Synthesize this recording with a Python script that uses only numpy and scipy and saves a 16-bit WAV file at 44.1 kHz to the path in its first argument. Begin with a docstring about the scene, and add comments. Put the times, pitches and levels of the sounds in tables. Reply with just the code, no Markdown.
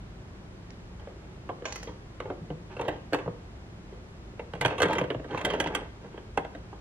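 """In a quiet room that hums low, a small steel measuring spoon of powder is held on a dish close by.
An emptied capsule shell clicks and crinkles as it is put aside. Fingers press the powder down with
dull thuds, and the wire handle clinks when they let it drop. The spoon knocks on the dish, making
both ring briefly, and scrapes over it in tiny jolts as it sticks and slips."""
import sys
import numpy as np
from scipy import signal
from scipy.fft import rfft, irfft, next_fast_len
from scipy.io import wavfile

SR = 44100
rng = np.random.default_rng(int(sys.argv[2]) if len(sys.argv) > 2 else 0)


def dump(signal):
    """Clip the signal to [-1, 1] and save it as 16-bit WAV at the path in sys.argv[1]."""
    limited = np.clip(np.atleast_2d(signal).T, -1, 1)
    pcm = np.round(limited * 32767).astype(np.int16)
    wavfile.write(sys.argv[1], SR, pcm)


N = 300235
T = np.arange(N) / SR
AGE = T[:int(0.4 * SR)]  # seconds since the start of one hit
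ATTACK = int(0.02 * SR)  # a hit's level is set over this many opening samples

# the room's rumble and hiss: f/Hz, level/dB
AIR_SPECTRUM = [(12, -30), (20, -13.5), (53, 7), (111, -3), (132, -9), (178, -0.5), (270, -9.5), (377, -6),
                (457, -14), (571, -14), (865, -18.5), (1420, -23), (6910, -41), (12400, -55), (15000, -79)]
# the tones of its hum: f/Hz, level/dB
HUM_TONES = [(54, -79), (107, -54), (135, -58), (172, -63)]
# capsule clicks: t/s, body level/dB, snap level/dB, fizz level/dB, crumple time/s
CAPSULE_CLICKS = [(0.7046, -60, -63, -98, 0.00059), (0.996, -54, -79, -93, .003),
                  (1.645, -54, -78, -98, 0.0023), (1.654, -36, -48, -79, 0.0051),
                  (1.674, -57, -72, -88, 0.0027), (1.7235, -46, -48, -65, 0.0046),
                  (1.7575, -44, -53, -61.5, 0.0042), (1.829, -47.5, -56.5, -67.5, 0.0056),
                  (2.812, -47, -71, -69, 0.0011), (3.1299, -42, -60, -67, 0.0058)]
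# the noise of the cracking shell: f/Hz, level/dB
SHELL_SPECTRUM = [(500, 14), (1200, 4), (3000, 4.5), (4200, 15), (5700, 12), (6400, 13), (7600, -3),
                  (15000, -5)]
# the shell's modes (notes it rings at): f/Hz, level/dB, t60/s (time to fade by 60 dB)
SHELL_NOTES = [(1890, -10, 0.012), (2960, 5.5, 0.019), (5760, 1, 0.018), (6170, -1, 0.013)]
# spoon slides, pressed harder, then eased off: t/s, rise/s, fall/s, rub level/dB, grit level/dB
SPOON_SLIDES = [(0.97, 0.021, 0.85, -61, -68), (2.692, 0.0087, 0.091, -46.5, -51.5),
                (2.75, 0.12, 0.13, -38.5, -51.5), (4.64, 0.075, 0.07, -34.5, -44),
                (4.83, 0.089, 0.15, -31, -41.5), (5.27, 0.038, 0.17, -37, -49.5),
                (5.29, 0.1, 0.039, -42, -45), (5.43, 0.012, 0.47, -33.5, -51),
                (5.46, 0.068, 0.043, -50, -39), (5.65, 0.011, 0.036, -33.5, -38.5),
                (5.7, 0.045, 0.14, -40, -49), (5.999, 0.049, 0.044, -41.5, -59),
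                (6.1, 0.026, 0.18, -55.5, -62)]
# clear modes of the dish on the table: f/Hz, level/dB, t60/s
DISH_NOTES = [(135.2, -12, 0.56), (161.6, -9.5, 0.42), (297, -3.5, 0.19), (380, -0.5, 0.087),
              (471, 3, 0.062), (572, -3.5, 0.046), (706.5, -9, 0.23), (903, 6, 0.059), (1216, -2.5, 0.082),
              (1581, 1.5, 0.084), (2044, 3, 0.03), (2750, 0, 0.048), (3190, -7.5, 0.059), (3660, -5, 0.028)]
# its many short-lived modes, blurred into noise: f/Hz, level/dB
CLATTER_SPECTRUM = [(70, 6.5), (170, -3.5), (235, -5.5), (350, 3.5), (520, 5.5), (660, -7.5), (950, -2.5),
                    (1380, -9.5), (1580, -4), (1900, -9.5), (2400, -11.5), (3200, -14), (4400, -30.5),
                    (6500, -59), (12000, -51)]
# the hard tick of steel on the dish: f/Hz, level/dB
TICK_SPECTRUM = [(3000, -10), (4200, -1), (4900, -5.5), (6700, -6), (7900, -11), (8450, -5.5), (9300, -18),
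                 (10300, -10), (11000, -15.5), (12200, -18), (13700, -26), (14300, -38)]
# modes of the steel spoon: f/Hz, level/dB, t60/s
SPOON_NOTES = [(3900, -2, .12), (4430, 0, .15), (5260, -4, .14), (5700, -5, .12), (6450, 0, .12),
               (6880, -2, .11), (7530, -4, .13), (8480, 0, .17), (10300, -5, .15), (10600, -6, .15),
               (11580, -5, .1), (12200, -3, .06), (13700, -5, .06)]
# spoon knocks: t/s, level/dB, hardness/(dB per octave), hollow rap/dB, looseness of grip (1 = free),
# body f/Hz and clack f/Hz of the struck spot
SPOON_KNOCKS = [(1.072, -44.5, -6, -9, 0.4, 470, 2330), (1.4901, -37.5, -4, 8.5, 0.58, 900, 2160),
                (1.621, -42, -6, -12, 0.59, 480, 2800), (1.872, -43, -3, 1.5, 1.1, 470, 2460),
                (2.2012, -39.5, -1, 1, 0.65, 454, 2090), (2.254, -40.5, -6, 5, 1.3, 440, 2140),
                (2.2995, -36, -5.5, 4, 0.76, 378, 1500), (2.502, -39.5, -5.5, 2.5, 0.66, 417, 2850),
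                (2.766, -42.5, -1.5, -10, 0.66, 570, 2720), (2.7936, -35, -3.5, 5.5, 0.77, 576, 2750),
                (2.814, -41.5, -0.4, 3.5, 0.63, 553, 2810), (2.85, -48, -4, 9, 0.48, 380, 1640),
                (2.881, -31, -1.5, 3, 0.75, 494, 2930), (2.958, -53, -5, 8, 0.26, 490, 3120),
                (3.124, -35.5, -5.5, -2, 0.26, 470, 1790), (3.1317, -27, -1.5, -3.5, 0.55, 457, 1790),
                (3.144, -39, 1.5, 9, 0.48, 490, 1890), (3.186, -41.5, -1.5, 2.5, 1, 455, 2110),
                (3.259, -43.5, -7.5, 8.5, 0.53, 504, 1480), (3.2765, -34.5, -8, 5, 0.46, 480, 1500),
                (3.922, -47, -6.5, -13, 1.3, 362, 1940), (4.394, -39.5, -2.5, 1.5, 0.65, 463, 2720),
                (4.5353, -43.5, 0, 4, 0.34, 820, 2850), (4.551, -45, -1.5, 2, 0.91, 513, 1570),
                (4.6104, -37.5, 3.5, 4, 1.06, 472, 2030), (4.649, -28.5, 0.3, 5, 0.51, 530, 2450),
                (4.659, -34.5, 2.46, -2, 0.25, 530, 2450), (4.68, -43, 1, 4, 0.44, 590, 2700),
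                (4.705, -41.5, -1, 6, 1.3, 296, 2660), (4.78, -39, 1, 3, 1.5, 1127, 2010),
                (4.801, -31, 0.1, 1, 0.88, 516, 2970), (4.8184, -28, 2, -22, 0.91, 510, 1570),
                (4.829, -28.5, 1.5, -1, 0.64, 483, 1530), (4.853, -31.5, -1.5, 1, 0.85, 400, 2120),
                (4.885, -41, 0, -10, 0.29, 483, 1490), (4.897, -33, -5, 4, 0.32, 530, 2380),
                (4.906, -38.5, -1, 11.5, 0.54, 550, 2400), (4.93, -41.5, 3, -2, 0.7, 477, 2380),
                (4.952, -34.5, -1.5, -3, 0.72, 452, 1600), (4.9827, -34, 1.2, 4, 0.93, 380, 2750),
                (5.0124, -30, -3, 1, 0.34, 566, 2650), (5.039, -38, -1.5, -2, 0.37, 534, 1530),
                (5.1023, -32, -2, -1.5, 0.57, 436, 2790), (5.146, -36, -5, 1.5, 0.25, 610, 2840),
                (5.198, -41.5, -6.5, -5, 0.17, 590, 2690), (5.243, -44.5, -2.5, -3, 0.81, 380, 1820),
                (5.308, -42, -2, -4, 1.8, 410, 3190), (5.346, -39, -2, 8, 0.14, 390, 3130),
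                (5.374, -41.5, 1, 7, 1.2, 470, 2420), (5.412, -42.5, 1, -1, 0.53, 600, 1520),
                (5.4483, -38, 4, 1, 0.97, 495, 3180), (5.463, -35, -6.5, 5, 0.79, 495, 3240),
                (5.501, -38.5, 1, 0, 0.9, 556, 3180), (5.535, -36.5, 0, 4.5, 0.7, 580, 1516),
                (5.549, -36, -3, -10, 0.27, 298, 1590), (5.6002, -35.5, 3.5, 4, 0.76, 900, 3220),
                (5.641, -44.5, 1.5, 3, 0.22, 860, 1540), (5.672, -43.5, 2.1, -7, 0.31, 920, 2020),
                (5.708, -41, -6.5, 3, 0.23, 490, 2150), (5.749, -39.5, 4, 0.5, 0.75, 526, 3270),
                (6.14, -47.5, -6.5, 3, 0.58, 366, 1500), (6.176, -45.5, -2.5, 0, 0.43, 580, 1840),
                (6.3736, -30.5, -0.6, 7.5, 0.45, 830, 1470), (6.448, -44.5, -1.5, 6, 0.35, 590, 1590),
                (6.549, -45, -1.5, -10, 0.61, 464, 2080), (6.727, -49, -4, 9, 0.77, 820, 1950)]
# a knock's five pitch ranges (thump, body, rap, clack, tick): f/Hz, level/dB at hardness 0
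KNOCK_RANGES = [(130, -9.5), (420, 3), (900, -1), (2200, -2.5), (7000, -22.5)]
# the hand's weight comes down on the dish: t/s, level/dB
HAND_THUDS = [(2.2, -51), (2.253, -48), (2.414, -40.5), (2.502, -37.5), (3.187, -56), (3.258, -36.5),
              (3.2741, -35.5), (4.5354, -39.5), (4.6056, -37.5), (4.649, -31), (4.848, -31), (5.011, -35),
              (5.146, -37)]
# the wire handle drops: t/s, level/dB, f/Hz, top ring level/dB
HANDLE_CLINKS = [(2.8825, -51, 2840, -64), (3.133, -51, 4414, -65)]
# the handle's thin top ring: f/Hz, level/dB, t60/s
HANDLE_NOTES = [(8400, -3, .07), (11590, -5, .04), (12050, 0, .05), (13750, 1, .06)]
# stereo width of close sounds: f/Hz, side minus mid level/dB
NEAR_WIDTH = [(60, -27), (300, -44), (700, -13.5), (1400, -7.5), (3000, -2.5), (6000, 5.5), (13000, 10.5)]
# stereo width of sound from all around: f/Hz, side minus mid level/dB
DIFFUSE_WIDTH = [(60, -27), (110, -21.5), (200, -10), (380, -10), (700, -3), (1300, 1), (2400, 3.5),
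                 (8000, 5), (15000, 3)]
# balance of close sounds: f/Hz, left minus right level/dB
BALANCE = [(110, 0.5), (700, -1), (1300, -3.5), (2400, -5), (4400, -3), (15000, -2)]
# how long the room echoes: f/Hz, t60/s
ROOM_DECAY = [(100, 0.45), (500, 0.37), (1200, 0.51), (2500, 0.51), (6000, 0.47), (14000, 0.18)]
# share of the spoon and dish that the room gives back: f/Hz, level/dB
ROOM_SHARE = [(400, -6.5), (1200, -14.5), (3200, -15), (7000, -22)]


def undb(db):
    """Turn decibels into a number to multiply by."""
    return 10 ** (np.asarray(db) / 20)


def rms(x):
    """Average strength of a signal (root mean square)."""
    return np.sqrt(np.mean(x ** 2) + 1e-20)


def unit(x):
    """Scale a signal so that its energy is 1."""
    return x / np.sqrt(np.sum(x ** 2))


def fade(t60):
    """A curve, one hit long, that falls by 60 dB every t60 seconds."""
    return np.exp(-np.log(1000) * AGE / max(t60, 1e-4))


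def lookup(points, hz):
    """Read between (f, value) points, with the octaves evenly spaced."""
    f, value = np.transpose(points)
    return np.interp(np.log(np.maximum(hz, 1)), np.log(f), value)


def colour(x, points, turn=1):
    """Turn each pitch up or down by (f, level) points; turn=-1j delays it a quarter cycle."""
    size = next_fast_len(x.shape[-1])
    gains = undb(lookup(points, np.fft.rfftfreq(size, 1 / SR)))
    return irfft(rfft(x, size) * turn * gains, size)[..., :x.shape[-1]]


def band(x, lo_hz, hi_hz, order=3):
    """Keep the pitches between two limits."""
    return signal.sosfilt(signal.butter(order, [lo_hz, hi_hz], "band", fs=SR, output="sos"), x)


def through(x, response):
    """Let every push in x set off the response, an object's sound after one tap."""
    return signal.oaconvolve(x, response)[:len(x)]


def add(track, s, sound):
    """Mix a sound into a track at s seconds."""
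    start = int(s * SR)
    track[start:start + len(sound)] += sound[:N - start]


def at_level(hit, db):
    """Scale a hit so that its opening has this level."""
    return hit * undb(db) / rms(hit[:ATTACK])


def band_levels(hit, edges_hz, levels_db, order=3):
    """Give each pitch range of a hit its own level, as a soft or hard touch does."""
    parts = (band(hit, lo, hi, order) for lo, hi in zip(edges_hz, edges_hz[1:]))
    return sum(at_level(part, db) for part, db in zip(parts, levels_db))


def noise(spectrum):
    """Coloured noise, one hit long."""
    return colour(rng.standard_normal(len(AGE)), spectrum)


def mode(hz, t60):
    """One pure note that dies away."""
    return unit(fade(t60) * np.sin(2 * np.pi * hz * AGE))


def ring(modes, scatter_db, detune, looseness=1):
    """Several fading notes, a little different at each touch; a loose grip lets them last."""
    gains = undb(scatter_db * rng.uniform(-1, 1, len(modes))) * rng.choice([-1, 1], len(modes))
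    shifts = 1 + detune * rng.uniform(-1, 1, len(modes))
    return unit(sum(gain * undb(db) * fade(t60 * looseness) * np.sin(2 * np.pi * hz * shift * AGE)
                    for gain, shift, (hz, db, t60) in zip(gains, shifts, modes)))


def contact(chatter_s, chatter_db=-7, bounces_per_s=1500):
    """One push, then tiny bounces that quickly die out."""
    bounces = rng.standard_normal(len(AGE)) * (rng.random(len(AGE)) < bounces_per_s / SR)
    return (AGE == 0) + undb(chatter_db) * bounces * np.exp(-AGE / max(chatter_s, 1e-4))


def jolts(per_s, size, spread_db=5):
    """Little pushes of uneven strength at random moments."""
    strengths = undb(spread_db * np.clip(rng.standard_normal(size), -2, 2)) * rng.choice([-1, 1], size)
    pushes = (rng.random(size) < per_s / SR) * strengths
    return pushes / rms(pushes)


def room_hum(air_db=-46, waver_hz=5, waver_db=2.5):
    """A steady rumble and hiss lie under low tones that waver in level and pitch."""
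    mid, side = colour(rng.standard_normal((2, N)), AIR_SPECTRUM)
    out = diffuse(mid, side) * undb(air_db) / rms(mid)
    times = np.arange(0, T[-1] + 1, 1 / waver_hz)
    for hz, db in HUM_TONES:
        swell, drift = (np.interp(T, times, rng.standard_normal(len(times))) for _ in range(2))
        out += np.sqrt(2) * undb(db + waver_db * swell) * np.sin(2 * np.pi * hz * T + 2 * drift)
    return out


def capsule_clicks(crack_t60=0.019, notes_db=-5, crinkle_db=-5.5, crinkle_t60=0.27, full_crumple_s=0.004):
    """The thin shell snaps, then gives way in tiny dry steps; a longer crumple crinkles louder."""
    out = np.zeros(N)
    for s, body_db, snap_db, fizz_db, crumple_s in CAPSULE_CLICKS:
        crack = unit(noise(SHELL_SPECTRUM) * fade(crack_t60))
        crease = unit(noise(SHELL_SPECTRUM) * fade(crack_t60 / 2))
        notes = ring(SHELL_NOTES, scatter_db=3, detune=0.03)  # squeezing shifts them
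        force = unit(contact(crumple_s, chatter_db=-2.5, bounces_per_s=2000))
        snap = through(force, crack + undb(notes_db) * notes)
        steps = unit(jolts(per_s=800, size=len(AGE)) * fade(crinkle_t60))
        crinkle = undb(crinkle_db) * crumple_s / full_crumple_s * through(steps, crease)
        click = band_levels(snap + crinkle, [300, 2200, 7500, 15000], [body_db, snap_db, fizz_db], 4)
        add(out, s, click)
    return out


def dish(looseness, clatter_t60=0.15, notes_db=-3):
    """One touch on the dish sets off a few clear notes within a short clatter."""
    clatter = unit(noise(CLATTER_SPECTRUM) * fade(clatter_t60 * looseness))
    notes = ring(DISH_NOTES, scatter_db=4, detune=0.04, looseness=min(looseness, 1.2))
    return clatter + undb(notes_db) * notes


def steel(looseness, hardness, tick_t60=0.052, ring_db=-13.5):
    """The spoon gives a short tick, duller for a soft touch, and rings faintly."""
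    treble_db = 1.5 * (hardness - 3)
    hiss = colour(noise(TICK_SPECTRUM), [(6500, 0), (13000, treble_db)])
    tick = unit(hiss * fade(tick_t60 * looseness))
    return tick + undb(ring_db) * ring(SPOON_NOTES, scatter_db=6, detune=0.025)


def spoon_scrapes(slips_per_s=220, grains_per_s=800, looseness=0.42, steel_db=-21, spots=3):
    """The spoon sticks and slips, rubbing the dish; finer grains add grit and a steely rasp."""
    out, age = np.zeros(N), T[:int(1.2 * SR)]
    for s, rise_s, fall_s, rub_db, grit_db in SPOON_SLIDES:
        pressure = np.interp(age, [0, rise_s, rise_s + fall_s], [0, 1, 0])
        place = (spots - 1) * age / (rise_s + fall_s)
        rasp = undb(steel_db) * unit(band(steel(looseness, hardness=0), 3800, 6500))
        for spot in range(spots):  # each spot along the slide rings differently
            push = pressure * np.sqrt(np.maximum(1 - abs(place - spot), 0))
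            response = dish(looseness)
            rub = unit(band(response, 140, 1000))
            grit = unit(band(response, 1000, 4400)) + rasp
            for per_s, db, body in (slips_per_s, rub_db, rub), (grains_per_s, grit_db, grit):
                add(out, s, undb(db) * through(push * jolts(per_s, len(age)), body))
    return out


def struck_spot(body_hz, clack_hz, looseness, body_db=-5, clack_db=-10.5):
    """The spot that is hit favours two notes: a low body and a brief, higher clack."""
    body = undb(body_db) * mode(body_hz, t60=0.048 * looseness)
    return body + undb(clack_db) * mode(clack_hz, t60=0.022)


def spoon_knocks(chatter_s=0.0031, rise_s=0.0006):
    """The spoon hits the dish: harder is brighter, and a loose spoon chatters and rings longer."""
    out, rise = np.zeros(N), 1 - np.exp(-AGE / rise_s)
    centres_hz, plain_db = np.transpose(KNOCK_RANGES)
    octaves_above_body = np.maximum(np.log2(centres_hz / 420), 0)
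    for s, db, hardness, hollow_db, looseness, body_hz, clack_hz in SPOON_KNOCKS:
        thump_db, body_db, rap_db, clack_db, tick_db = db + plain_db + hardness * octaves_above_body
        force = contact(chatter_s * looseness ** 2)
        response = dish(looseness) + struck_spot(body_hz, clack_hz, looseness)
        blow = through(force, response * rise)
        tick = through(force, steel(looseness, hardness) * rise)
        levels_db = [thump_db, body_db, rap_db + hollow_db, clack_db]
        add(out, s, band_levels(blow, [85, 290, 710, 1150, 4200], levels_db) + at_level(tick, tick_db))
    return out


def hand_thuds(push_s=0.0084, table_db=-9):
    """A soft hand stirs only the lowest notes of the dish and the table under it."""
    out = np.zeros(N)
    for s, db in HAND_THUDS:
        response = dish(looseness=0.85) + undb(table_db) * mode(hz=145, t60=0.054)
        thud = band(through(contact(push_s), response), 95, 210)
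        add(out, s, at_level(thud, db))
    return out


def handle_clinks():
    """The dropped wire handle rings briefly: one clear note with thin, high ones above it."""
    out = np.zeros(N)
    for s, db, hz, top_db in HANDLE_CLINKS:
        top = ring(HANDLE_NOTES, scatter_db=2, detune=0.004)
        add(out, s, at_level(mode(hz, t60=0.065), db) + at_level(top, top_db))
    return out


def near(x):
    """A close sound a little to the right: the left channel is later and mostly weaker."""
    side = colour(x, NEAR_WIDTH, turn=-1j)
    return np.array([colour(x + sign * side, [(hz, sign * db / 2) for hz, db in BALANCE])
                     for sign in (1, -1)])


def diffuse(mid, side):
    """Sound from all around, wider at high pitches: both ears share mid, and side sets them apart."""
    side = colour(side, DIFFUSE_WIDTH)
    return np.array([mid + side, mid - side])


def table_echoes(x, t60=0.0077, build_s=0.00086, change_s=0.13, patterns=4):
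    """Table and hands throw back a quick spray of echoes that changes as the hands move."""
    shape = fade(t60) * (1 - np.exp(-AGE / build_s))
    place, mid_side = T / change_s, np.zeros((2, N))
    for k in range(patterns):  # each echo pattern blends into the next, round and round
        share = np.sqrt(np.maximum(1 - abs((place - k + 1) % patterns - 1), 0))
        sprays = rng.standard_normal((2, len(AGE))) * shape
        mid_side += [through(x * share, unit(spray)) for spray in sprays]
    return diffuse(*mid_side)


def room_echoes(x, build_s=0.00082):
    """The echoes of a small room build up fast and die soonest in the high treble."""
    edges_hz = np.geomspace(60, 16000, 9)
    hiss = rng.standard_normal((2, len(AGE)))
    tails = sum(band(hiss, lo, hi) * fade(lookup(ROOM_DECAY, np.sqrt(lo * hi)))
                for lo, hi in zip(edges_hz, edges_hz[1:]))
    build = 1 - np.exp(-(AGE / build_s) ** 2)
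    return diffuse(*(through(x, unit(tail * build)) for tail in tails))


def scene():
    """Spoon and dish are close and send little treble into the room; the capsule aside sends more."""
    spoon = spoon_knocks() + handle_clinks() + hand_thuds() + spoon_scrapes()
    shell = capsule_clicks()
    to_table = colour(spoon + shell, [(500, -20), (3500, -4.5)])
    to_room = colour(spoon, ROOM_SHARE) + colour(shell, [(6500, -9), (8000, -15)])
    return near(spoon + shell) + table_echoes(to_table) + room_echoes(to_room) + room_hum()


def record(dry):
    """Cut away the very highest treble, above 14800 Hz."""
    return signal.sosfilt(signal.ellip(8, 0.2, 70, 14800, fs=SR, output="sos"), dry)


dry = scene()
out = record(dry)
dump(out)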